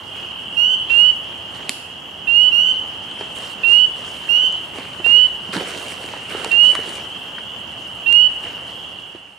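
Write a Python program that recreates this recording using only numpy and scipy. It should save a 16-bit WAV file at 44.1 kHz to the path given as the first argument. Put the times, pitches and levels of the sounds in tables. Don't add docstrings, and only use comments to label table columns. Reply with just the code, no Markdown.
import sys
import numpy as np
from scipy import signal
from scipy.fft import rfft
from scipy.io import wavfile

SR = 44100
rng = np.random.default_rng(int(sys.argv[2]) if len(sys.argv) > 2 else 0)


def int16_out(signal):
    q = np.round(np.clip(np.atleast_2d(signal).T, -1, 1) * 32767)
    wavfile.write(sys.argv[1], SR, q.astype(np.int16))


N = 413658
TIME = np.arange(N) / SR

# frequency in Hz, relative level per Hz in dB.
MURMUR_SPECTRUM = [(22, -29), (45, -12), (75, -0.5), (110, 0.5), (145, -3.5), (190, 0.5), (250, -3),
                   (330, -2.5), (450, -5), (600, -2.5), (850, -1), (1400, -6.5), (2300, -14)]
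HISS_SPECTRUM = [(2000, -8), (4000, -6.5), (6000, -7), (9500, -17), (12000, -13.5), (15800, -20.5)]
CLOTH_SPECTRUM = [(90, -22), (170, -8.5), (380, -1), (550, -3), (1000, -8.5), (1400, -6), (2400, -6.5),
                  (4000, -15.5), (5500, -31.5)]
LEAF_SPECTRUM = [(2800, 2), (4400, 4), (5900, -2), (8000, 2), (9800, -1.5), (11500, -15), (15800, -28)]
# frequency in Hz, left-right likeness from 0 (wide) to 1 (mono).
AIR_LIKENESS = [(30, .2), (60, 0.79), (120, 1), (300, 0.73), (700, 0.47), (1500, 0.37), (7000, 0.5),
                (15000, .4)]
RUSTLE_LIKENESS = [(100, 0.94), (300, 0.96), (1200, 0.61), (7000, 0.74), (15000, 0.38)]
# time in seconds, gain in dB.
CHORUS_RIDE = [(0, -30.5), (1.3, -30), (2.1, -32.5), (3, -30.5), (4.8, -32.5), (6, -32), (7.5, -31.5),
               (9.3, -30.5)]
FIDGET_RIDE = [(0, -48.5), (1.4, -46.5), (2.1, -49.5), (3.3, -43), (6.9, -42), (7.55, -46.5), (8.2, -45),
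               (9.3, -43)]
FADE = [(8.6, -1), (8.9, -3.5), (9.2, -9), (9.38, -14)]
# start and length in seconds, cloth and leaf gains in dB.
BRUSHES = [(0.146, 0.11, -42, -55.5), (0.883, 0.18, -35.5, -51), (1.533, 0.13, -36, -55),
           (2.4, 0.27, -46.5, -55.5), (3.183, .025, -36, -51), (3.342, 0.13, -38.5, -46.5),
           (3.669, 0.065, -39.5, -46), (3.946, 0.4, -41.5, -50.5), (4.743, 0.07, -36, -50),
           (5.036, 0.15, -35, -49), (5.521, 0.087, -26, -39.5), (5.662, 0.26, -33, -42.5),
           (5.988, 0.47, -37, -51), (6.288, 0.24, -30.5, -46.5), (6.624, 0.35, -32, -44),
           (8.42, 0.085, -35.5, -54.5), (8.66, 0.047, -42, -52)]

# start and length in seconds, bottom and top of the rise in Hz, level in dB before the push.
RIVAL_PEEPS = [(.564, 0.21, 2782, 3070, -8.5), (2.514, 0.23, 2765, 3063, -8), (4.285, .215, 2770, 3063, -8)]
NEAR_PEEPS = [(.894, 0.23, 2698, 2975, -2.5), (2.269, 0.24, 2715, 2975, -2.5),
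              (3.630, 0.24, 2687, 2973, -2), (5.039, 0.24, 2742, 2990, -1.5), (6.507, .228, 2721, 2984, -2),
              (8.057, 0.23, 2729, 2965, -2)]
GLIDE = [(0, 0), (.22, .28), (.4, .52), (.58, .76), (.76, .94), (.9, 1), (1, .98)]
# share of the length, gain in dB.
RIVAL_PUSH = [(0, 0.5), (.14, 2.5), (.36, 3), (.6, -1.5), (.85, 0.5), (1, -15)]
NEAR_PUSH = [(0, -6), (.12, -3), (0.251, -2.5), (.46, 1.5), (.72, -0.5), (.92, -1.5), (0.999, -17.5)]
# frequency in Hz, dB against the whistle.
RIVAL_SAC = [(1450, -33.5), (2600, 5.5), (3200, 5), (4150, -34), (5700, -35.5), (6200, -30.5), (7000, -48),
             (7700, -34), (8700, -51.5), (10200, -57.5), (11300, -50.5), (12700, -42), (13900, -57)]
NEAR_SAC = [(1450, -39.5), (2600, -0.5), (3200, 1.5), (4100, -35.5), (4500, -35), (5700, -46.5),
            (7200, -44), (8600, -56), (10200, -56.5), (11800, -57.5), (13400, -73)]
# delay in seconds, left and right gains in dB.
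RIVAL_ECHOES = [(0.045, -11.5, -14), (.097, -35, -21.5), (.123, -32, -15.5), (0.15, -22.5, -20.5)]
NEAR_ECHOES = [(0.068, -20, -29.5), (0.088, -36.5, -29), (.108, -30, -30)]

# start in seconds, relative level in dB, blunt push in dB against the click.
SNAP = [(1.6938, 5, -6)]
TICKS = [(4.5248, -29.5, -3), (5.0626, -28, -2), (5.535, -22.5, -7), (5.8835, -29, -1), (6.0617, -34, -3),
         (6.446, -18, 6), (6.5169, -22, -5), (6.7521, -19.5, 2), (6.8922, -27, -1), (6.9537, -26, -5),
         (8.1257, -21.5, 4)]
# frequency in Hz, gain in dB, seconds to fall 60 dB.
TWIG_MODES = [(710, -27, 0.0047), (1300, -25, 0.0017), (2450, -5, 0.0026), (4440, -5, 0.0022),
              (5580, -8.5, 0.0018), (7600, -5, 0.0021), (10040, -10, 0.0023), (12800, -30, .001)]
# start in seconds,
# thud gain in dB, pitch in Hz, contact gain in dB.
KNOCKS = [(1.6943, -23.5, 258, -26), (3.2105, -21, 380, -12), (4.7856, -24, 250, -12.5),
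          (4.998, -21, 353, -35), (5.0634, -18, 490, -14), (5.491, -24, 196, -25), (5.536, -22, 375, -21),
          (5.560, -14.5, 290, -28), (5.568, -17, 178, -19), (5.576, -17, 333, -29),
          (5.6207, -20.5, 328, -14), (6.137, -18, 870, -28), (6.349, -16, 415, -17), (6.446, -14, 890, -16),
          (6.462, -19, 430, -28), (6.752, -11, 1170, -18), (6.790, -18, 446, -24), (6.877, -23, 366, -28),
          (7.383, -19.5, 1620, -28), (9.149, -19, 350, -35)]


def from_db(db):
    return 10 ** (np.asarray(db) / 20)


def rms_one(x):
    return x / np.sqrt(np.mean(x ** 2) + 1e-20)


def along(curve, at):
    return np.interp(at, *np.transpose(curve))


def at_hz(curve, hz):
    points_hz, values = np.transpose(curve)
    return np.interp(np.log(hz), np.log(points_hz), values)


def pan(right_db):
    return from_db(np.array([[-.5], [.5]]) * right_db)


def band(x, low_hz, high_hz):
    sos = signal.butter(2, [low_hz, min(high_hz, .45 * SR)], "band", fs=SR, output="sos")
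    return signal.sosfilt(sos, x)


def drift(rate_hz):
    knots = rng.standard_normal(4000)
    return np.interp(TIME * rate_hz, np.arange(len(knots)), knots)


def add(track, start_s, sound):
    i = int(np.clip(round(start_s * SR), 0, track.shape[-1] - 1))
    track[..., i:i + sound.shape[-1]] += sound[..., :track.shape[-1] - i]


def grainy_noise(spectrum, likeness, flicker_db, grain_db):
    grain_sizes = np.minimum(rng.exponential(1, N // 32 + 1), 6)
    grains = np.repeat(from_db(grain_db * grain_sizes), 32)[:N]
    white = rng.standard_normal((2, 2, N)) * grains
    mid_side, edges_hz = 0, np.geomspace(22, 16000, 27)
    for k, (low, high) in enumerate(zip(edges_hz, edges_hz[1:])):
        hz = np.sqrt(low * high)
        if spectrum[0][0] <= hz <= spectrum[-1][0]:
            alike = at_hz(likeness, hz)
            gain = from_db(at_hz(spectrum, hz) + flicker_db * drift(25))
            mid_side += gain * band(white[k % 2], low, high) * np.sqrt([[1 + alike], [1 - alike]])
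    mid, side = mid_side
    return rms_one(np.array([mid + side, mid - side]))


def night_air(murmur_db=-38, hiss_db=-53):
    murmur = grainy_noise(MURMUR_SPECTRUM, AIR_LIKENESS, flicker_db=1, grain_db=.5)
    hiss = grainy_noise(HISS_SPECTRUM, AIR_LIKENESS, flicker_db=-3, grain_db=-.5)
    return from_db(murmur_db) * murmur * pan(2.5) + from_db(hiss_db) * hiss * pan(1.5)


def whistle(length, bottom_hz, top_hz, push, edge_s=.011, scoop_hz=350, scoop_s=.003):
    t = np.arange(int(length * SR)) / SR
    hz = bottom_hz + (top_hz - bottom_hz) * along(GLIDE, t / length) - scoop_hz * np.exp(-t / scoop_s)
    gate = np.sin(np.pi / 2 * np.clip(np.minimum(t, length - t) / edge_s, 0, 1)) ** 2
    return hz, gate * from_db(along(push, t / length))


def woods(x, t60, build_s, top_hz):
    t = np.arange(int(1.3 * SR)) / SR
    tail = band(rng.standard_normal((2, len(t))), 300, top_hz)
    tail *= from_db(-60 * t / t60) * (1 - np.exp(-t / build_s))
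    peep_band = np.abs(rfft(tail, SR)[:, 2700:3100])
    tail /= np.sqrt(np.mean(peep_band ** 2, axis=1, keepdims=True))
    return signal.fftconvolve(np.atleast_2d(x), tail, axes=1)[:, :N]


def chorus(count=1100, bottom_hz=2860, rise_hz=200, spread_hz=190, uneven_db=3.5, off_pitch_db=-1.84):
    calls = np.zeros((2, N + SR))
    hz, envelope = whistle(.19, bottom_hz, bottom_hz + rise_hz, NEAR_PUSH)
    for k, (jitter, detune, nearness, side) in enumerate(rng.standard_normal((count, 4))):
        peep = envelope * np.sin(2 * np.pi * np.cumsum(hz + spread_hz * detune) / SR)
        db = uneven_db * np.clip(nearness, -2, 1.5) + off_pitch_db * detune ** 2
        add(calls, (k + jitter) / count * (N / SR + 1), pan(6 * side) * from_db(db) * peep)
    calls = calls[:, SR // 2:SR // 2 + N]
    wash = from_db(-6) * calls + woods(calls, t60=1.0, build_s=.019, top_hz=6000)
    wash += .46 * wash.mean(axis=0)
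    return from_db(along(CHORUS_RIDE, TIME)) * pan(2.6) * rms_one(wash)


def brush(start, length, attack_s=.024, sag_db_per_s=11.5, release_s=.088):
    t = np.maximum(TIME - start, 0)
    swell = np.sin(np.pi / 2 * np.minimum(t / attack_s, 1))
    release = np.exp(-np.clip((t - length) / release_s, 0, 20))
    return swell * from_db(-sag_db_per_s * t) * release


def rustle(crinkle_boost_db=5.5, fidget_leaves_db=-12.5):
    power = from_db(along(FIDGET_RIDE, TIME) + np.array([[0], [fidget_leaves_db]])) ** 2
    for start, length, cloth_db, leaves_db in BRUSHES:
        power += (from_db([[cloth_db], [leaves_db]]) * brush(start, length)) ** 2
    cloth, leaves = np.sqrt(power)
    rub = cloth * grainy_noise(CLOTH_SPECTRUM, RUSTLE_LIKENESS, flicker_db=3, grain_db=3)
    crinkle = leaves * grainy_noise(LEAF_SPECTRUM, RUSTLE_LIKENESS, flicker_db=2.5, grain_db=2)
    return rub * pan(3.3) + from_db(crinkle_boost_db) * crinkle * pan(1.2)


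def frog(peeps, push, sac, whistle_left_db, others_left_db, catch_db, catch_s):
    out = np.zeros((2, N))
    for start, length, bottom_hz, top_hz, db in peeps:
        hz, envelope = whistle(length, bottom_hz, top_hz, push)
        phase = 2 * np.pi * np.cumsum(hz) / SR
        catch = from_db(catch_db) * np.exp(-(np.arange(len(hz)) / SR / catch_s) ** 2)
        rasp = 1 + catch * np.sin(phase / 3)
        for k in range(1, 10):
            ears = from_db([[whistle_left_db if k == 2 else others_left_db], [0]])
            sac_db = 0 if k == 2 else at_hz(sac, k * hz / 2)
            add(out, start, ears * from_db(db + sac_db) * envelope * rasp * np.sin(k * phase / 2))
    return out


def across_pond(voice, echoes, scatter_db, t60):
    out, dulled = voice.copy(), band(voice[1], 500, 6400)
    for delay, left_db, right_db in echoes:
        add(out, delay, dulled * from_db([[left_db], [right_db]]))
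    return out + from_db(scatter_db) * woods(voice[1], t60, build_s=.025, top_hz=5960)


def ring(x, hz, t60):
    decay, angle = from_db(-60 / (t60 * SR)), 2 * np.pi * hz / SR
    return signal.lfilter([0, np.sin(angle)], [1, -2 * decay * np.cos(angle), decay ** 2], x + 1e-18)


def cracks(rows, gain_db, scatter_db, splinter_db, splinter_s):
    clicks, t = np.zeros(N), np.arange(SR // 50) / SR
    push = np.exp(-t / .00007)
    for start, db, blunt_db in rows:
        splinters = from_db(splinter_db) * rng.standard_normal(len(t)) * np.exp(-t / splinter_s)
        click = (t == 0) + from_db(blunt_db) * push / push.sum() + splinters
        add(clicks, start, from_db(db + gain_db) * click)
    wood = sum((-1) ** k * from_db(db) * ring(clicks, hz, t60)
               for k, (hz, db, t60) in enumerate(TWIG_MODES))
    scatter = woods(band(clicks, 2500, 12000), t60=.59, build_s=.003, top_hz=12500)
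    scatter = signal.sosfilt(signal.butter(5, 10800, fs=SR, output="sos"), scatter)
    return pan(2.7) * (wood + from_db(scatter_db) * scatter)


def knocks(contact_s=.00029, ring_cycles=14, scuff_db=-11, scuff_s=.011):
    out, t = np.zeros(N), np.arange(SR // 5) / SR
    for start, thud_db, hz, contact_db in KNOCKS:
        thud = np.sin(2 * np.pi * hz * t) * from_db(-60 * t * hz / ring_cycles)
        scuff = rms_one(band(rng.standard_normal(len(t)), hz / 2, hz + 1000)) * np.exp(-t / scuff_s)
        contact = from_db(contact_db) * np.exp(-t / contact_s)
        add(out, start, from_db(thud_db) * (thud + from_db(scuff_db) * scuff) - contact)
    return band(out, 115, 4500) * pan(3.5)


def scene():
    near = frog(NEAR_PEEPS, NEAR_PUSH, NEAR_SAC,
                whistle_left_db=-16, others_left_db=-13.5, catch_db=-15, catch_s=.015)
    rival = frog(RIVAL_PEEPS, RIVAL_PUSH, RIVAL_SAC,
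                 whistle_left_db=-21, others_left_db=-10.5, catch_db=-30.5, catch_s=.008)
    frogs = across_pond(near, NEAR_ECHOES, scatter_db=-20, t60=.92)
    frogs += across_pond(rival, RIVAL_ECHOES, scatter_db=-13, t60=1.0)
    ticks = cracks(TICKS, gain_db=5.5, scatter_db=-8.5, splinter_db=-11.5, splinter_s=.0015)
    snap = cracks(SNAP, gain_db=-4, scatter_db=4.5, splinter_db=-20.5, splinter_s=.0016)
    return frogs + chorus() + rustle() + knocks() + ticks + snap + night_air()


def record(dry, ceiling=1.0, attack_s=.0036, release_db_per_s=2.0, cutoff_hz=15600):
    over_db = np.maximum(20 * np.log10(np.abs(dry).max(axis=0) / ceiling + 1e-9), 0)
    recovery_db = release_db_per_s * TIME
    held_db = np.maximum.accumulate(over_db + recovery_db) - recovery_db
    lag = np.exp(-1 / (attack_s * SR))
    duck_db = signal.lfilter([1 - lag], [1, -lag], held_db)
    clipped = np.clip(dry * from_db(along(FADE, TIME) - duck_db), -ceiling, ceiling)
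    return signal.sosfilt(signal.ellip(10, .1, 80, cutoff_hz, fs=SR, output="sos"), clipped)


dry = scene()
out = record(dry)
int16_out(out)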